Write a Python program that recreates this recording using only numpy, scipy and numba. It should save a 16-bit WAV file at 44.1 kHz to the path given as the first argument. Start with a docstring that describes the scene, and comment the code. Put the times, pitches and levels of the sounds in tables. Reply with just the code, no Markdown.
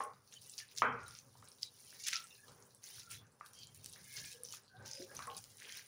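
"""Kneading a wet dough by hand

A hand kneads a sticky vegetable and flour mix in a bowl on a kitchen counter, a phone close by.
Bursting air pockets are short sine grains: dense crackle, lone smacks of tearing film and deep pops.
The bowl rocks, rubs and is knocked: noise through its resonances; narrow notes swell and fade.
Pockets also sound in a decaying noise tail, the hard-walled kitchen; a faint coloured hum lies below."""
import sys
import numpy as np
from scipy import signal
from scipy.fft import rfft, irfft
from scipy.io import wavfile
from scipy.ndimage import uniform_filter1d
from numba import njit

SR = 44100
rng = np.random.default_rng(int(sys.argv[2]) if len(sys.argv) > 2 else 0)


def store_pcm(level_fs):
    """Save levels as 16-bit WAV."""
    pcm = np.round(np.clip(level_fs, -1, 1) * 32767).astype(np.int16)
    wavfile.write(sys.argv[1], SR, np.atleast_2d(pcm).T)


def amplitude_ratio(level_db):
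    """Convert a level in decibels to the matching linear amplitude (field) ratio."""
    exponent = np.asarray(level_db, float) / 20
    return 10 ** exponent


N = 258867
TIME = np.arange(N) / SR


def level(x, db):
    """Scale to an rms level."""
    return x * amplitude_ratio(db) / np.sqrt(np.mean(x ** 2))


def colour(x, points):
    """Weight the spectrum by (frequency [Hz], level [dB]) points, joined over log frequency."""
    hz, db = np.transpose(points)
    bins = np.maximum(np.fft.rfftfreq(N, 1 / SR), 1)
    weight = amplitude_ratio(np.interp(np.log(bins), np.log(hz), db))
    return irfft(rfft(x) * weight, N)


def ring(x, modes):
    """Sum of resonances (frequency [Hz], width [Hz], level [dB]) driven by x."""
    out = 0
    for hz, width, db in modes:
        out = out + amplitude_ratio(db) * signal.lfilter(*signal.iirpeak(hz, hz / width, fs=SR), x)
    return out


def band_pass(x, low_hz, high_hz):
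    """Keep what lies between two frequencies."""
    return signal.sosfilt(signal.butter(2, [low_hz, high_hz], "band", fs=SR, output="sos"), x)


def walk(rate):
    """Random levels held 1 / rate s and slewed; spread near 1."""
    held = int(SR / rate)
    steps = np.repeat(rng.standard_normal(N // held + 1), held)
    return uniform_filter1d(steps, held)[:N]


def gestures(s, held, db, rise, fall, rest_db):
    """Gain over time: each gesture rises, holds and falls at fixed dB/s; powers add to a resting level."""
    power = amplitude_ratio(2 * rest_db) + 0 * TIME
    for start, hold, top_db in zip(s, held, db):
        near = slice(max(int((start - .3) * SR), 0), int((start + hold + .5) * SR))
        t = TIME[near] - start
        drop_db = rise * np.maximum(-t, 0) + fall * np.maximum(t - hold, 0)
        power[near] += amplitude_ratio(2 * (top_db - drop_db))
    return np.sqrt(power)


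@njit
def bubbles(start_s, hz, cycles, size, glide):
    """Each burst pocket swells for the given cycles, then dies away while its pitch rises."""
    out = np.zeros(N)
    for g in range(len(hz)):
        tau, first = cycles[g] / hz[g] * SR, start_s[g] * SR
        for i in range(int(first) + 1, min(int(first + 8 * tau), N)):
            u = (i - first) / tau
            swell = u * np.exp(1 - u)
            out[i] += size[g] * swell * np.sin(2 * np.pi * cycles[g] * u * (1 + glide * u))
    return out


# gentle stirring between squeezes: (time [s], level of middle pockets [dB])
STIRRING = [(0, -78), (.2, -82), (.32, -73), (.68, -74), (.95, -86.5), (1.2, -75.5), (1.6, -73), (1.7, -77),
            (1.8, -66), (2.24, -67.5), (2.8, -78), (3.07, -70.5), (3.27, -88), (3.5, -78), (4.0, -69),
            (4.15, -59), (4.4, -73), (4.68, -85), (4.84, -78), (5.12, -68), (5.52, -69), (5.87, -70)]
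# squeezes of the hand: (time [s], held [s], level of middle pockets [dB],
#   large pockets [dB re middle], tiny pockets [dB re middle])
HAND_SQUEEZES = [(.01, 0.013, -61.5, 0, -1), (.327, 0.021, -64, -6, -3), (0.418, 0.16, -65.5, -29, 1),
                 (.585, 0.0064, -51.5, -11, -5.5), (0.713, 0.0075, -64.5, -2, -2),
                 (0.777, 0.011, -47, -17, -7.5), (.992, 0.046, -73.5, -2, -16),
                 (1.062, .13, -66, -6.5, -1.5), (1.626, 0.0063, -54.5, -25, -4.5),
                 (1.79, .2, -69.5, -32, -15), (1.999, 0.025, -54.5, -22, -4.5), (2.04, .02, -49, -15, -19),
                 (2.069, 0.015, -45, -2.5, -3.5), (2.132, 0.0039, -45.5, 6, -8),
                 (2.157, 0.0066, -50.5, 1.5, -26), (2.836, .18, -61, -7.5, 0), (3.11, 0.03, -54.5, -2.5, 1),
                 (3.46, 0.0075, -71.5, -28, 8.5), (3.545, .09, -65, -11, -5), (3.755, 0.011, -69.5, -7, 8),
                 (3.84, 0.051, -62, -18, -2), (3.933, 0.0046, -60.5, -32, -4),
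                 (4.167, 0.028, -50, -10.5, -12), (4.24, 0.085, -56.5, -8.5, -3.5),
                 (4.446, 0.079, -60.5, -17, -3), (4.531, 0.016, -54.5, -8, -2.5),
                 (4.859, .06, -57.5, -11, -6.5), (4.94, 0.098, -61, -5.5, -4),
                 (5.15, 0.094, -60.5, -10, -3.5), (5.373, 0.0052, -53.5, -29, -3),
                 (5.6, 0.064, -66, 7, -0.5), (5.689, 0.074, -60, 2.5, -1), (5.769, 0.027, -56.5, -1.5, -1)]


def effort():
    """Gains of large, middle and tiny pockets: brief squeezes add power to the stirring."""
    rise_db_s, fall_db_s = 1194.5, 330.5
    stir_large_db, stir_tiny_db = -13, 2  # re middle pockets
    s, held, db, large_db, tiny_db = np.transpose(HAND_SQUEEZES)
    stir_db = np.interp(TIME, *np.transpose(STIRRING))
    large = gestures(s, held, db + large_db, rise_db_s, fall_db_s, stir_db + stir_large_db)
    middle = gestures(s, held, db, rise_db_s, fall_db_s, stir_db)
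    tiny = gestures(s, held, db + tiny_db, rise_db_s, fall_db_s, stir_db + stir_tiny_db)
    return large, middle, tiny


# air pockets, large, middle, tiny:
#   (lowest [Hz], highest [Hz], rate [bursts/s], cycles in two rise times, size scatter [dB])
POCKET_SIZES = [(1308, 4280, 1200, 1.48, 4), (3160, 9300, 3200, 1.07, 3.0), (8500, 15400, 3500, 4.4, 4)]
# trapped pockets that keep ringing, one row of the same columns
RINGING_POCKETS = (1700, 7000, 220, 44.0, 2.5)
# colour of the close phone on the crackle: (frequency [Hz], level [dB])
PHONE_COLOUR = [(800, -23.5), (1500, 0.5), (3000, 1), (4900, 8), (5900, 11.5), (7200, 6.5), (8100, -6),
                (9200, 1.5), (10800, -3), (13000, -13), (14200, -8), (15300, 5.5), (16500, -18)]


def crackle(large, middle, tiny):
    """Pockets of each size burst at random, in flurries; those close in time have like pitch."""
    ringing = middle * amplitude_ratio(-5.0)
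    flurry = amplitude_ratio(0.81 * walk(41))
    out = 0
    kinds = zip(POCKET_SIZES + [RINGING_POCKETS], (large, middle, tiny, ringing))
    for (low_hz, high_hz, rate, cycles, scatter_db), gain in kinds:
        when, own, rarity = rng.random((3, int(rate * N / SR)))
        drift = np.tanh(walk(25))[(when * (N - 1)).astype(int)]
        # share of pitch in common with neighbours; the tiniest pockets have none
        alike = 0.39 * (high_hz < 10000)
        place = np.clip(own * (1 - alike) + alike * (1 + drift) / 2, 0, 1)
        hz = low_hz * (high_hz / low_hz) ** place
        size = amplitude_ratio(-scatter_db * np.log(rarity + 4e-3))
        grains = bubbles(when * N / SR, hz, cycles / 2 + 0 * hz, size, 0.024 / cycles)
        out = out + level(colour(grains, PHONE_COLOUR), 0) * gain
    return out * flurry


# decay of the kitchen: (frequency [Hz], time to fall by 60 dB [s])
KITCHEN_DECAY = [(250, 0.2), (1000, 0.45), (2000, 0.47), (4000, 0.15), (12000, 0.18)]


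def kitchen(x):
    """Diffuse tail of unit energy, shorter in the treble, stronger at first from bowl and counter close by."""
    hz, t60 = np.transpose(KITCHEN_DECAY)
    t, tail = TIME[:SR], 0
    for centre in 125 * 2. ** np.arange(7):
        band = band_pass(rng.standard_normal(SR), centre / 2 ** .5, centre * 2 ** .5)
        band_t60 = np.interp(np.log(centre), np.log(hz), t60)
        tail = tail + band * np.exp(-np.log(1000) * t / band_t60)
    fade_in = np.clip(t / .005, 0, 1)
    tail = tail * fade_in * (1 + .3 * np.exp(-t / .008))
    return signal.fftconvolve(x, tail / np.sqrt(np.sum(tail ** 2)))[:N]


# colour of the room hum: (frequency [Hz], relative level per Hz [dB])
HUM_COLOUR = [(15, -38), (25, -34.5), (124, 12), (312, -1.5), (1430, -16.5), (1640, -1), (2460, -39.5),
              (6020, -29), (8120, -21), (9820, -9), (13600, -31.5), (15200, -12.5), (16400, -32.5)]


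def room_hum():
    """Coloured noise at a faint level that wanders slowly."""
    return level(colour(rng.standard_normal(N), HUM_COLOUR), -79) * amplitude_ratio(2.0 * walk(1.0))


# low modes of bowl and counter: (frequency [Hz], width [Hz], level [dB])
ROCKING_MODES = [(106.8, 23.7, 16.5), (125.6, 6.2, 15.5), (175, 17, -15.5), (71, 36, -6.5)]
# the bowl rocks on the counter: (time [s], held [s], level before the low-pass [dB])
BOWL_ROCKS = [(.13, 0.019, -68), (.4, 0.025, -72), (.85, 0.1, -56.5), (1.0, 0.013, -60),
              (1.09, 0.014, -61.5), (1.27, 0.019, -68.5), (1.4, 0.012, -63.5), (1.67, .015, -73),
              (1.96, 0.3, -77.5), (2.5, 0.019, -66), (2.97, .015, -67.5), (3.12, 0.094, -62),
              (3.62, .08, -66.5), (3.76, 0.14, -64.5), (4.02, 0.022, -62), (4.21, 0.035, -61),
              (4.48, 0.0087, -67.5), (4.8, 0.033, -57.5), (5.0, 0.071, -70), (5.18, 0.061, -62),
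              (5.37, .015, -63), (5.48, 0.14, -73)]


def rocking():
    """Noise of unsteady contact drives the low modes as the bowl rocks."""
    gain = gestures(*np.transpose(BOWL_ROCKS), rise=193.5, fall=130, rest_db=-77)
    thud = level(ring(rng.standard_normal(N), ROCKING_MODES), 0) * gain
    return signal.sosfilt(signal.butter(2, 330, fs=SR, output="sos"), thud)


# modes that rubbing drives: (frequency [Hz], width [Hz], level [dB])
RUBBING_MODES = [(239, 77, 2.5), (404, 41, 3), (480, 40, 3), (545, 31, -1.5), (610, 35, -7), (771, 68, -8),
                 (885, 450, -13.5), (1100, 990, -7)]
# the bowl rubs over the counter: (time [s], held [s], level before the band-pass [dB])
BOWL_RUBS = [(0.939, 0.067, -57), (1.85, 0.06, -70.5), (2.46, 0.13, -65.5), (3.96, 0.03, -68),
             (4.2, 0.017, -69), (4.43, .015, -67), (4.54, .015, -66.5), (4.8, 0.066, -62),
             (5.13, 0.013, -58.5), (5.3, 0.013, -65.5), (5.65, 0.033, -66.5)]


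def rubbing():
    """Noise of an uneven grip drives the modes as the bowl rubs over the counter."""
    grip = amplitude_ratio(2.5 * walk(30))
    gain = gestures(*np.transpose(BOWL_RUBS), rise=220.5, fall=165, rest_db=-73)
    rub = level(ring(rng.standard_normal(N) * grip, RUBBING_MODES), 0) * gain
    return band_pass(rub, 210, 1500)


def swelling_notes(rows):
    """Noise in a steep resonance (the same one twice), under a swell and a random flutter."""
    out = np.zeros(N)
    for start, length, peak, hz, width, db in rows:
        first, size = int(start * SR), int(length * SR)
        mode = [(hz, width, 0)]
        noise = ring(ring(rng.standard_normal(SR), mode), mode)[-size:]
        swell = np.interp(np.arange(size) / size, [0, np.clip(peak, .02, .98), 1], [0, 1, 0])
        flutter = amplitude_ratio(2.7 * walk(60)[:size])
        out[first:first + size] += (level(noise, db) * swell * flutter)[:N - first]
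    return out


# knocks that ring the bowl:
#   (time [s], ring [s], level before swell and flutter [dB], middle of the blow's spectrum [Hz])
BOWL_KNOCKS = [(0, .15, -46, 870), (.825, .19, -46, 480), (5.268, .14, -51, 865)]
# modes that a knock rings: (frequency [Hz], width [Hz], level [dB])
KNOCKED_MODES = [(242, 40, 3), (431, 61, -8.5), (480, 50, -3), (606, 30, -11.5), (802, 84, -3),
                 (1091, 66, 2)]


def knocks():
    """A blow rings each bowl mode, the more weakly the further it lies from the blow's own spectrum."""
    blow_octaves = 0.85  # a mode this far off is 6 dB weaker
    rows = []
    for s, length, db, blow_hz in BOWL_KNOCKS:
        for hz, width, mode_db in KNOCKED_MODES:
            off_db = 6 * (np.log2(hz / blow_hz) / blow_octaves) ** 2
            rows.append((s, length, .07, hz, width, db + mode_db - off_db))
    return swelling_notes(rows)


# deep pockets: (time [s], level [dB], pitch [Hz], room share [dB])
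DEEP_POPS = [(.005, -28, 1008, -10.5), (0.602, -43, 2100, -4), (.82, -15.5, 1075, -1.5),
             (1.353, -55, 840, -4.5), (1.426, -49, 1120, -6), (1.927, -50.5, 1590, -4),
             (2.072, -41.5, 2180, -4), (2.085, -41.5, 1600, -12), (2.131, -40.5, 1500, -7),
             (2.154, -36, 2410, -4.5), (2.164, -43, 1960, -8), (2.481, -58.5, 1060, 5),
             (2.983, -52, 1440, -16.5), (3.112, -59, 2230, 8), (3.221, -60.5, 1230, 2.5),
             (3.41, -38.5, 1160, -8.5), (3.96, -49.5, 1650, -1), (4.244, -43, 2570, -12),
             (4.538, -46.5, 1210, -7.5), (4.998, -44.5, 310, -3), (5.115, -49.5, 1600, -5),
             (5.191, -38, 1125, -0.5), (5.255, -46, 1200, -11), (5.274, -36.5, 1100, -14),
             (5.296, -47, 1150, -38), (5.749, -49, 2130, 6)]


def pops():
    """Returns direct pops, each with a higher overtone, and the blunter blow that reaches the kitchen."""
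    s, db, hz, room_db = np.transpose(DEEP_POPS)
    s, hz = np.tile(s, 2), np.r_[hz, 1.5 * hz]
    db = np.r_[db, db - 7.5]
    cycles = 1 + 0 * hz
    direct = bubbles(s, hz, cycles, amplitude_ratio(db), 0.017)
    sent = bubbles(s, hz, 0.61 * cycles, amplitude_ratio(db + np.tile(room_db, 2)), 0.068)
    return direct, sent


def small_smacks(middle, count=130):
    """Rows like the loud smacks, at random moments, stronger where the kneading is."""
    when, pitch, spread, size = rng.random((count, 4)).T
    kneading_db = 20 * np.log10(middle[(when * (N - 1)).astype(int)])
    # around -51 dB when the middle pockets are at -65 dB, scattered by up to 8 dB
    db = 0.71 * (kneading_db + 65) - 51 + 8 * (2 * size - 1)
    return np.c_[when * N / SR, db, 4000 * 2 ** (1.1 * pitch), .2 + .4 * spread]


# loud smacks of sticky film letting go:
#   (time [s], level of the first pocket [dB], pitch [Hz], spread [octaves])
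LOUD_SMACKS = [(.038, -39, 9360, 0.16), (.325, -48.5, 4000, 0.76), (.339, -41.5, 6550, 0.11),
               (.4965, -38.5, 8300, 0.23), (.58, -34, 5700, .32), (.5892, -35.5, 5550, 0.66),
               (.764, -39, 6770, 0.56), (.777, -35, 5860, 0.3), (.7838, -25.5, 5700, 0.45),
               (.82, -38.5, 2870, 0.18), (1.081, -41.5, 9700, 0.23), (1.1878, -41, 6060, 0.21),
               (1.453, -50.5, 6080, .19), (1.486, -44.5, 9600, .19), (1.5172, -50, 5130, 0.27),
               (1.6308, -25.5, 4670, 0.29), (2.0363, -38, 4700, 0.24), (2.0665, -30, 5630, 0.32),
               (2.0703, -31, 6700, 0.24), (2.0835, -24, 6750, 0.29), (2.1332, -25.5, 4980, 0.25),
               (2.157, -26.5, 5100, 0.23), (2.1652, -30.5, 5660, 0.14), (2.241, -44, 8300, 0.2),
               (2.748, -45.5, 9400, 0.3), (2.84, -43.5, 6070, 0.15), (2.9966, -37.5, 5200, 0.7),
               (3.1048, -43, 8750, .16), (3.115, -37, 8200, 0.17), (3.1451, -47, 3950, .37),
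               (3.461, -43, 9900, 0.66), (3.5337, -41.5, 8300, 0.81), (3.633, -41.5, 4570, 0.3),
               (3.671, -43, 6500, 0.49), (3.7467, -44, 8840, .33), (3.8448, -34, 7900, 0.7),
               (3.8602, -30, 9000, 0.82), (3.8959, -45, 9800, 0.24), (3.9268, -40.5, 9900, 0.15),
               (3.9348, -39.5, 5050, 0.36), (4.1678, -34.5, 5430, 0.48), (4.197, -45, 5300, .35),
               (4.2475, -42, 4100, 0.77), (4.258, -40.5, 7100, 0.36), (4.3168, -43, 5060, 0.33),
               (4.4346, -32, 9840, 0.18), (4.4496, -41, 5630, 0.1), (4.4871, -41, 5360, 0.22),
               (4.5055, -43, 5400, .17), (4.5245, -33.5, 6270, 0.56), (4.5487, -41, 5700, 0.51),
               (4.86, -40, 5930, 0.33), (4.879, -40, 5700, 0.26), (4.9132, -35, 6000, 0.23),
               (4.9334, -34.5, 5660, 0.26), (5.15, -40, 9950, 0.36), (5.1665, -39.5, 6100, 0.083),
               (5.1917, -39.5, 5600, 0.68), (5.224, -41, 5150, 0.75), (5.271, -39, 8700, 0.26),
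               (5.3004, -45, 3060, .29), (5.3149, -43, 3560, 0.37), (5.348, -42, 4830, 0.44),
               (5.367, -36.5, 10000, 0.13), (5.3786, -37, 5800, 0.34), (5.3832, -38, 9150, 0.8),
               (5.4406, -38, 7300, 0.7), (5.571, -44, 9100, 0.3), (5.6525, -46, 3220, 0.32),
               (5.7234, -33.5, 5900, 0.66), (5.7724, -32, 7540, 0.95)]


def smacks(middle, count=5):
    """A film tears as a handful of pockets about one pitch; returns the direct sound and the room send."""
    tear_s = 0.00133  # usual time from first to last pocket
    s, db, hz, octaves = np.r_[LOUD_SMACKS, small_smacks(middle)].T[:, :, None]
    chance = rng.standard_normal((len(s), count, 2))
    order = np.arange(count)
    # the first pocket sits near the pitch, later ones alternate above and below it
    offset = (order + 1) // 2 * (-1) ** order * 0.43 + 0.29 * chance[..., 0]
    pitch = np.clip(hz * 2 ** (octaves * offset), 1000, 16000)
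    start = np.abs(s + tear_s * order / (count - 1) * (1 + 0.214 * chance[..., 1])).ravel()
    # a narrow spread of pitch means pockets that ring longer
    cycles = (0.35 / np.clip(octaves, .1, 1) + 0 * pitch).ravel()
    size = amplitude_ratio(db - 3.0 * order)
    # the room has a smaller share of loud, near smacks
    room_db = -9.5 - .5 * (db + 39)
    direct = bubbles(start, pitch.ravel(), cycles, size.ravel(), 0.011)
    sent = bubbles(start, pitch.ravel(), cycles, (size * amplitude_ratio(room_db)).ravel(), 0.011)
    return direct, sent


# narrow notes that swell and fade:
#   (time [s], length [s], peak [share of length], pitch [Hz], level before swell and flutter [dB])
NARROW_NOTES = [(.355, 0.045, 0.3, 3020, -60), (0.601, 0.059, 0.12, 1753, -57),
                (0.833, 0.13, 0.079, 3090, -56), (0.954, 0.24, 0.087, 1395, -56),
                (1.056, 0.038, 0.32, 3954, -61), (1.628, 0.081, .05, 3910, -54),
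                (2.127, .14, 0.017, 1353, -49), (2.3, 0.093, 0.049, 2690, -63),
                (2.302, 0.033, .18, 3700, -64), (2.329, .15, 0.77, 1693, -69), (2.988, .2, 0.62, 1380, -65),
                (3.131, .12, .15, 3420, -66), (3.41, 0.061, .05, 1197, -57), (3.529, .062, .15, 5740, -63),
                (3.54, .16, .5, 4670, -63.5), (3.539, 0.22, 0.21, 3170, -63.5),
                (3.954, .52, 0.55, 1678, -65), (4.052, 0.26, .35, 2160, -61), (4.305, .18, 0.73, 480, -57),
                (4.691, 0.38, 0.14, 1547, -63.5), (4.721, .11, 0.3, 743, -68),
                (4.782, 0.21, 0.6, 885, -67.5), (4.865, .21, 0.32, 5000, -56.5),
                (4.88, .23, 0.35, 545, -57), (4.993, .07, 0.14, 367.5, -46.5),
                (5.064, 0.13, 0.38, 1654, -61.5), (5.1, 0.069, .24, 535, -57),
                (5.191, .05, 0.078, 1143, -51.5), (5.57, 0.31, 0.57, 1604, -65),
                (5.619, 0.16, 0.43, 2400, -69), (5.64, .17, 0.42, 3120, -62.5)]


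def notes():
    """Narrow notes, each as wide as a fixed share of its pitch."""
    return swelling_notes([(s, length, peak, hz, 0.066 * hz, db)
                           for s, length, peak, hz, db in NARROW_NOTES])


def scene():
    """Near sounds, their echo in the kitchen and the hum."""
    large, middle, tiny = effort()
    crackling = crackle(large, middle, tiny)
    pop, pop_sent = pops()
    smack, smack_sent = smacks(middle)
    wet = kitchen(pop_sent + smack_sent + crackling * amplitude_ratio(-29.5))
    bowl = rocking() + rubbing() + knocks()
    return (crackling + wet + room_hum() + bowl + pop + smack + notes())[None]


def band_limit(x):
    """A steep low-pass at the top of the band."""
    return signal.sosfilt(signal.butter(12, 16600, fs=SR, output="sos"), x)


def record(dry):
    """The phone cuts the top and thins the deep bass."""
    topped = signal.sosfilt(signal.ellip(8, .5, 45, 15800, fs=SR, output="sos"), dry)
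    thinned = signal.sosfilt(signal.butter(2, 50, "high", fs=SR, output="sos"), topped)
    return band_limit(thinned)


dry = scene()
out = record(dry)
store_pcm(out)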